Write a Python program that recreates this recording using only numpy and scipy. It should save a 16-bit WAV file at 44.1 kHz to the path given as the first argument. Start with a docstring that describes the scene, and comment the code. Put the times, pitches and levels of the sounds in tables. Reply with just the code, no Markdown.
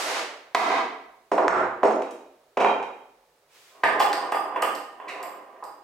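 """Hammer, vise and plastic bracket

A live workshop still echoes from a first hammer blow; a second blow knocks the clamped plastic bracket loose.
The hammer is laid on the bench, the bracket set down, cloth brushed, the vise wound with its handle clinking.
Contacts are flat-spectrum noise bursts through a dense body response plus ringing modes; the screw is a train
of random slips. Air and cloth are coloured noise. A limiter ducks on hard blows, so the room seems to swell."""
import sys
import numpy as np
from scipy import signal
from scipy.fft import rfft, irfft, next_fast_len
from scipy.io import wavfile
from scipy.ndimage import uniform_filter1d

SR = 44100
rng = np.random.default_rng(int(sys.argv[2]) if len(sys.argv) > 2 else 0)


def store_wav(level_fs):
    """Save 16-bit WAV to argv[1]."""
    pcm = np.round(np.clip(np.atleast_2d(level_fs), -1, 1) * 32767)
    wavfile.write(sys.argv[1], SR, pcm.T.astype(np.int16))


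N = 257103
LEAD = SR // 5  # samples computed ahead of the audible start
TIME = np.arange(-LEAD, N) / SR
SIDES = np.array([[1], [-1]])

# Ringing modes of bracket, hammer and vise. Each row: frequency in Hz, level in dB against the
# dense response (before ring_db and scatter), t60 in s.
BRACKET_MODES = [(556, -10, 0.23), (653, -7.5, 0.053), (928, -11, 0.14), (2430, -21.5, 0.35),
                 (3170, -26, .35), (3850, -28, 0.25)]
HAMMER_MODES = [(300.4, -17.5, 0.083), (358.5, -12, 0.14), (455, -25.5, 0.15), (636, -15, 0.36),
                (977, -33.5, .3), (1310, -23.5, .3), (4050, -44, .5), (4540, -41, 0.45),
                (5410, -34.5, 0.37), (6250, -35.5, 0.17), (6755, -34.5, 0.21), (8080, -38.5, 0.25)]
VISE_MODES = [(822.2, -1, 0.04), (892, -24, 0.15), (1023, -6, 0.043), (1218, -7, 0.06), (1607, -26, 0.49),
              (1610, -36, 0.13), (1830, -23, 0.78), (2080, -53, 0.26), (2730, -25.5, 0.07),
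              (3044, -29.5, 0.2), (3386, -32, 0.16)]
# Dense, well-damped response of the vise. Each row: frequency in Hz, relative level in dB per Hz.
VISE_BODY = [(40, -78), (130, -37.5), (300, -2.5), (600, -0.5), (820, -2.5), (1130, 0), (1380, -11),
             (1800, -12), (2400, -20.5), (2950, -21.5), (4000, -45.5), (14000, -56.5)]


def from_db(db):
    """Decibels to gain."""
    return 10 ** (np.asarray(db) / 20)


def unit_energy(x):
    """Scale so that the squares sum to one."""
    return x / np.sqrt(np.sum(x ** 2) + 1e-20)


def rms_one(x):
    """Scale to rms one."""
    return x / np.sqrt(np.mean(x ** 2) + 1e-20)


def at_hz(points, hz):
    """Read a table on a log-frequency axis."""
    f, value = np.transpose(points)
    return np.interp(np.log(np.maximum(hz, 1)), np.log(f), value)


def colour(x, points):
    """Causal (minimum-phase) filter with the given (Hz, dB) response, by folding the cepstrum."""
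    size = 2 * next_fast_len(x.shape[-1] // 2 + 2048)
    gain = from_db(at_hz(points, np.fft.rfftfreq(size, 1 / SR)))
    cepstrum = irfft(np.log(gain))
    cepstrum[1:size // 2] *= 2
    cepstrum[size // 2 + 1:] = 0
    response = np.exp(rfft(cepstrum))
    return irfft(rfft(x, size) * response)[..., :x.shape[-1]]


def stereo_noise(size):
    """White diffuse noise whose left-right correlation depends on frequency."""
    # Each row: frequency in Hz, left-right correlation.
    likeness = [(150, 0.99), (280, 1), (550, 0.94), (1100, 0.49), (2200, 0.32), (5000, 0.06), (12000, 0.78)]
    mid, side = rfft(rng.standard_normal((2, size)))
    alike = np.clip(at_hz(likeness, np.fft.rfftfreq(size, 1 / SR)), -1, 1)
    mid = np.sqrt((1 + alike) / 2) * mid
    side = np.sqrt((1 - alike) / 2) * side
    return irfft(mid + side * SIDES, size)


def stroke(start_s, length_s, db, attack_s, release_db_per_s, sag_db_per_s=0):
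    """Gain of one hand movement: it builds up, holds or slackens, and dies away."""
    age_s = np.maximum(TIME - start_s, 0)
    over_s = np.maximum(age_s - length_s, 0)
    level_db = db - sag_db_per_s * age_s - release_db_per_s * over_s
    return np.minimum(age_s / attack_s, 1) * from_db(level_db)


def contact(t, chatter_ms):
    """The touching faces press home in a share of the chatter time, then chatter to rest."""
    grip_share = 0.12
    age = 1000 * t[:SR // 4] / max(chatter_ms, 0.2)  # in chatter times
    press = 1 - np.exp(-age / grip_share)
    force = rng.standard_normal(len(age)) * np.exp(-age) * press
    # short but even in spectrum, so the struck body gives the colour
    for _ in range(4):
        spectrum = rfft(unit_energy(force))
        flat = irfft(spectrum / (np.abs(spectrum) + 1e-9), len(age))
        force = flat * np.exp(-0.1 * age) * np.sqrt(press)
    return unit_energy(np.pad(force, (0, len(t) - len(age))))


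def ringing(t, hz, t60):
    """A cluster of five close partials, as of bolted and clamped parts, that beat as they die."""
    split = 0.00673  # spread as a share of the frequency
    offsets = np.linspace(-1, 1, num=5) + rng.uniform(-0.2, 0.2, size=5)
    partials_hz = hz * (1 + split * offsets)
    turns = partials_hz[:, None] * t + rng.random((5, 1))
    waves = np.sin(2 * np.pi * turns, dtype=np.float32)
    return unit_energy(waves.sum(axis=0) * from_db(-60 * t / t60))


def strike(body, modes, ring_db, start_s, db, chatter_ms, treble_db=0, bass_db=0):
    """A contact sets off a dense thud and modes of random strength; levels are over 10 ms."""
    scatter_db = 3.5  # each contact lands elsewhere and favours other modes
    t = np.arange(SR // 2) / SR
    hit = unit_energy(colour(contact(t, chatter_ms), body))
    swell = 1 - np.exp(-1000 * t / max(chatter_ms / 2, 0.2))
    for hz, mode_db, t60 in modes:
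        level_db = ring_db + mode_db + scatter_db * rng.normal()
        hit = hit + swell * ringing(t, hz, t60) * from_db(level_db)
    # a heavy contact adds bass, a hard one treble
    hit = colour(hit, [(70, 0), (280, bass_db), (800, 0), (1300, 0), (10000, treble_db)])
    out = np.zeros(len(TIME) + SR)
    start = LEAD + round(start_s * SR)
    out[start:start + len(t)] = from_db(db) * np.sqrt(SR / 100) * hit
    return out[:len(TIME)]


def strikes(rows, body, modes=(), ring_db=0):
    """All the contacts of a table on one object."""
    return sum(strike(body, modes, ring_db, *row) for row in rows)


def workshop():
    """Diffuse echo of the room: it builds up within milliseconds and dies band by band."""
    # Each row: band centre in Hz, t60 in s.
    room_t60 = [(150, 0.79), (400, 0.72), (1000, 0.68), (2500, 0.66), (5000, 0.57), (9000, 0.48),
                (15000, 0.39)]
    build_up_s = 0.0013
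    t = np.arange(SR) / SR
    noise = rfft(stereo_noise(SR))
    hz = np.fft.rfftfreq(SR, 1 / SR)
    centres = np.array(room_t60)[:, 0]
    echo = 0
    for share, (_, t60) in zip(np.eye(len(centres)), room_t60):
        band = irfft(noise * at_hz(np.c_[centres, share], hz), SR)
        echo = echo + band * from_db(-60 * t / t60)
    return np.sqrt(2) * unit_energy(echo * (1 - np.exp(-(t / build_up_s) ** 2)))


def in_room(x, echo, room_db, path=None):
    """Direct sound, reaching the left side one sample sooner, plus its echo."""
    # Default direct path; more treble comes by way of the walls. Each row: frequency in Hz, gain in dB.
    direct_path = [(2000, -1), (12000, -2)]
    direct = colour(x, path or direct_path)
    reflected = signal.fftconvolve(x[None], echo, axes=1)[:, :len(x)]
    return np.array([direct, np.roll(direct, 1)]) + from_db(room_db) * reflected


def workshop_air():
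    """Steady workshop background: coloured diffuse noise."""
    # Each row: frequency in Hz, relative level in dB per Hz.
    air = [(18, -45.5), (30, -9), (48, -6.5), (70, -19.5), (86, -16), (165, -9), (189, -22), (426, -3),
           (512, -1), (554, -4), (3220, -18.5), (3770, -17), (16000, -30)]
    return from_db(-63) * rms_one(colour(stereo_noise(len(TIME)), air))


def brush():
    """One soft sweep of a hand over denim: coloured noise under a stroke."""
    # One sweep: start in s, length in s, level in dB.
    sweep = (3.475, 0.22, -54.5)
    # Each row: frequency in Hz, relative level in dB per Hz.
    cloth = [(100, -23), (350, -0.5), (2500, 5), (7000, -2), (14000, -13.5)]
    gain = stroke(*sweep, attack_s=0.089, release_db_per_s=60)
    return gain * rms_one(colour(stereo_noise(len(TIME)), cloth))


def handle_clinks(ring_db):
    """The loose bar slides against its stops and rings as far as the fingers let it."""
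    # Each row: start in s, level in dB, chatter time in ms, treble in dB,
    # freedom to ring in dB (low where fingers hold the bar).
    clinks = [(3.837, -25.5, 3.2, -16.5, -4), (3.993, -20, 28, -12, -25), (4.129, -11, 3.5, -28, -6),
              (4.319, -42.5, 4.2, 1.5, -7), (4.346, -46, 1.1, -6, 9.5), (4.6204, -45, 3.5, 15, -12),
              (4.749, -39.5, 5.7, 0, -21), (5.228, -54, 3.5, 12.5, -3), (5.637, -53.5, 5.5, 4.5, -1.5)]
    # Dense response. Each row: frequency in Hz, relative level in dB per Hz.
    handle_body = [(200, -73), (1500, 13.5), (3000, 9), (4800, 22), (6300, 11), (8500, 19), (9800, 1.5),
                   (12300, 16.5), (13800, -4), (15500, -11)]
    # Each row: frequency in Hz, level in dB against the dense response (before ring_db, freedom
    # and scatter), t60 in s.
    handle_modes = [(4770, -8, .4), (5000, -8, .3), (7500, -12, .2), (8500, -7, .16), (8740, -5, .24),
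                    (10400, -16, .2), (12150, -15, .2), (13500, -11, .22)]
    return sum(strike(handle_body, handle_modes, ring_db + freedom_db, *clink)
               for *clink, freedom_db in clinks)


def screw(slips_per_s, uneven_db):
    """The thread slips in tiny uneven jerks through the vise, louder during each push, later pushes weaker."""
    # Light rubbing all the while: start in s, length in s, level in dB.
    winding = (3.7, 2, -53)
    # Firm pushes on the handle. Each row: start in s, length in s, level in dB.
    pushes = [(3.848, .42, -30.5), (4.502, 0.12, -35.5), (5.027, 0.21, -39.5)]
    attack_s, sag_db_per_s, release_db_per_s = 0.044, 16.5, 118
    swell_s, ring_db = 0.0017, -1  # how fast and how strongly a slip sets the modes ringing
    effort = stroke(*winding, attack_s, release_db_per_s)
    for push in pushes:
        effort = effort + stroke(*push, attack_s, release_db_per_s, sag_db_per_s)
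    size_db = uneven_db * np.minimum(rng.exponential(size=len(TIME)), 4)
    jerks = rng.choice([-1, 1], len(TIME)) * from_db(size_db)
    slipping = rng.random(len(TIME)) < slips_per_s / SR
    slips = rms_one(slipping * jerks) * effort
    t = np.arange(SR // 2) / SR
    rings = sum(ringing(t, hz, t60) * from_db(db) for hz, db, t60 in VISE_MODES)
    rings = (1 - np.exp(-t / swell_s)) * rings
    impulse = 1.0 * (t == 0)
    response = unit_energy(colour(impulse, VISE_BODY)) + from_db(ring_db) * rings
    return signal.fftconvolve(slips, unit_energy(response))[:len(TIME)]


def jaw_rasp():
    """The jaw rasps along its guide bars: long chattering contacts without modes."""
    # Each row: start in s, level in dB, chatter time in ms.
    rasps = [(5.078, -32.5, 29.2), (5.165, -46.5, 25)]
    # Dense response of the guide bars. Each row: frequency in Hz, relative level in dB per Hz.
    rasp_body = [(200, -24), (700, -23), (1400, -1), (2000, 7.5), (2750, 5.5), (3300, -11), (3850, -3),
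                 (5000, -12.5), (8000, -17), (14000, -32)]
    return strikes(rasps, rasp_body)


def jaw_knocks(ring_db, count):
    """The sliding jaw knocks across its play and rebounds, weaker each time."""
    # Each row: start in s, level in dB, chatter time in ms, treble in dB, loss per rebound in dB.
    knocks = [(4.001, -17.5, 3.9, 20.5, 29), (4.320, -21.5, 5.7, 10.5, 4.5), (4.455, -32, 4.9, -25, 23),
              (4.559, -23, 7.6, 7, 32), (4.622, -17.5, 7.8, 16.5, 13.5), (4.999, -37, 3.6, 8, 16),
              (5.230, -33.5, 11, 9, 17), (5.624, -35, 8.2, -25.5, 6.5)]
    rebound_s, bass_db = 0.024, -8  # the light jaw gives little bass
    out = 0
    for start_s, db, chatter_ms, treble_db, loss_db in knocks:
        for k in range(count):
            out = out + strike(VISE_BODY, VISE_MODES, ring_db, start_s + k * rebound_s,
                               db - k * loss_db, chatter_ms, treble_db, bass_db)
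    return out


def vise_jolt(ring_db):
    """The whole vise is jolted against the bench and its modes ring."""
    # Each row: start in s, level in dB, chatter time in ms.
    jolts = [(3.834, -12, 7.1), (3.841, -18.5, 1), (3.887, -22, 12)]
    # Dense response. Each row: frequency in Hz, relative level in dB per Hz.
    jolt_body = [(40, -33), (130, -55), (300, -12), (600, -7), (850, 2.5), (1150, -7.5), (1370, -14),
                 (1640, -0.5), (2200, -11.5), (3100, -22), (4000, -30), (8000, -51), (14000, -89)]
    return strikes(jolts, jolt_body, VISE_MODES, ring_db)


def bracket_down(ring_db):
    """The bracket is lifted out of the jaws, then rocks to rest on the bench, its modes ringing."""
    # Each row: start in s, level in dB, chatter time in ms, treble in dB, bass in dB.
    touches = [(2.020, -32.5, 4.6, 13, -18), (2.108, -51, 4.2, 38, -23), (2.570, -17.5, 7.7, 1.5, 5.5),
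               (2.597, -14.5, 27, 4.5, 4), (2.6455, -9.5, 4.5, -5.5, -8), (2.826, -33, 5.7, 10.5, -17)]
    # Dense response. Each row: frequency in Hz, relative level in dB per Hz.
    bracket_body = [(24, -60), (40, -48.5), (125, -36.5), (270, -11), (306, -17), (373, -6), (676, -3),
                    (728, -0.5), (956, -5.5), (1490, -15.5), (1920, -21.5), (2390, -17), (4230, -39),
                    (6460, -40.5), (15000, -69)]
    return strikes(touches, bracket_body, BRACKET_MODES, ring_db)


def hammer_down(ring_db):
    """Hammer head and grip meet the bench, which thuds while the hammer rings."""
    # Each row: start in s, level in dB, chatter time in ms, treble in dB, bass in dB.
    touches = [(1.315, -17, 9.2, 6.5, 8.5), (1.378, -12.5, 9.6, -5.5, -1.5), (1.412, -16, 42, -17.5, 3.5),
               (1.821, -34.5, 5, -12.5, -1.5), (1.831, -11.5, 6.1, -2, 6.5), (1.848, -18.5, 14, 3, 10),
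               (1.909, -25.5, 3.9, 8.5, 4.5)]
    # Dense response of the bench. Each row: frequency in Hz, relative level in dB per Hz.
    bench_body = [(40, -56.5), (110, -50), (200, -12.5), (330, 1.5), (680, 7.5), (950, 4), (1400, -7),
                  (2500, -19.5), (4000, -32.5), (7000, -40), (14000, -58.5)]
    return strikes(touches, bench_body, HAMMER_MODES, ring_db)


def head_slap(echo, ring_db, room_db):
    """The head topples flat on its cheek; its flat face beams treble at the microphone."""
    # Each row: start in s, level in dB, chatter time in ms.
    slaps = [(1.481, -2.5, 0.21)]
    # Dense response. Each row: frequency in Hz, relative level in dB per Hz.
    slap_body = [(40, -49), (120, -21.5), (270, -6.5), (620, 9), (1350, 8.5), (2100, -4), (2800, -13.5),
                 (3600, -20.5), (4600, -30), (8000, -30), (11000, -55), (15000, -52.5)]
    # Direct path. Each row: frequency in Hz, gain in dB.
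    slap_path = [(1200, -1.5), (2500, 4), (4500, 11), (8000, 6.5), (12000, 6)]
    slap = strikes(slaps, slap_body, HAMMER_MODES, ring_db)
    return in_room(slap, echo, room_db, slap_path)


def fracture():
    """The first blow cracks the plastic; it still echoes as the scene opens."""
    # Each row: start in s (negative: before the opening), level in dB, chatter time in ms.
    cracks = [(-.075, 7.04, 9)]
    # Dense response of the cracking plastic. Each row: frequency in Hz, relative level in dB per Hz.
    fracture_body = [(40, -37.5), (120, -44.5), (300, -7.5), (650, 2.5), (1100, 0.5), (1450, -2.5),
                     (2000, -1.5), (3000, -6), (4300, -6), (6300, -8), (9000, -12.5), (12500, -17.5),
                     (15500, -35.5)]
    return strikes(cracks, fracture_body)


def loosening_blow(ring_db):
    """The second blow knocks the clamped bracket loose in two close contacts, its modes ringing."""
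    # Each row: start in s, level in dB, chatter time in ms, treble in dB, bass in dB.
    hits = [(.547, 7.7, 4.6, -1, -7), (.5515, 2.55, 1.2, -8, 3)]
    # Dense response. Each row: frequency in Hz, relative level in dB per Hz.
    blow_body = [(40, -40), (110, -30), (280, -2.5), (480, 0.5), (750, 8.5), (1050, 6.5), (1500, -1),
                 (1950, 0.5), (3000, -8.5), (4200, -9.5), (6000, -17), (9000, -24.5), (15000, -37)]
    return strikes(hits, blow_body, BRACKET_MODES, ring_db)


def limiter(x, ceiling_db, release_db_per_s, treble_weight):
    """The gain drops fast on a loud, bright sound and climbs back steadily."""
    slope = np.diff(x, prepend=0)
    sensed = x ** 2 + (treble_weight * slope) ** 2
    power = uniform_filter1d(sensed.mean(axis=0), size=220)  # 5 ms
    over_db = np.maximum(10 * np.log10(np.maximum(power, 1e-12)) - ceiling_db, 0)
    climb_db = release_db_per_s * TIME
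    duck_db = np.maximum.accumulate(over_db + climb_db) - climb_db
    return x * from_db(-uniform_filter1d(duck_db, size=40))


def scene():
    """All sounds, a little to the right, through the limiter, which is already ducked at the start."""
    # Each row: frequency in Hz, left-right level difference in dB.
    balance = [(200, 0.5), (330, -0.5), (600, -2), (1200, -4), (2500, -2), (5000, 0.1), (12000, -1.5)]
    echo = workshop()
    vise = screw(slips_per_s=590, uneven_db=3) + jaw_rasp()
    vise = vise + jaw_knocks(ring_db=2.0, count=3) + vise_jolt(ring_db=-0.5)
    blows = fracture() + loosening_blow(ring_db=-18.0)
    sound = workshop_air() + brush()
    sound = sound + in_room(handle_clinks(ring_db=0.5), echo, room_db=0.5)
    sound = sound + in_room(vise, echo, room_db=2.5)
    sound = sound + in_room(bracket_down(ring_db=-3.5), echo, room_db=1.0)
    sound = sound + in_room(hammer_down(ring_db=-4), echo, room_db=2.0)
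    sound = sound + head_slap(echo, ring_db=-8.0, room_db=-1.0)
    sound = sound + in_room(blows, echo, room_db=-3)
    sound = np.array([colour(side, [(hz, sign * db / 2) for hz, db in balance])
                      for side, sign in zip(sound, (1, -1))])
    limited = limiter(sound, ceiling_db=-8.0, release_db_per_s=101.0, treble_weight=7.16)
    return limited[:, LEAD:]


def record(dry):
    """The microphone shapes the spectrum, peaks are rounded and the top is cut."""
    # Each row: frequency in Hz, gain in dB.
    microphone = [(15, -29.5), (40, -4), (90, -3.5), (13500, -0.5), (16000, 3)]
    cutoff_hz = 16750  # 70 dB down from here up
    heard = np.tanh(colour(dry, microphone))
    return signal.sosfilt(signal.cheby2(16, 70, cutoff_hz, fs=SR, output="sos"), heard)


dry = scene()
out = record(dry)
store_wav(out)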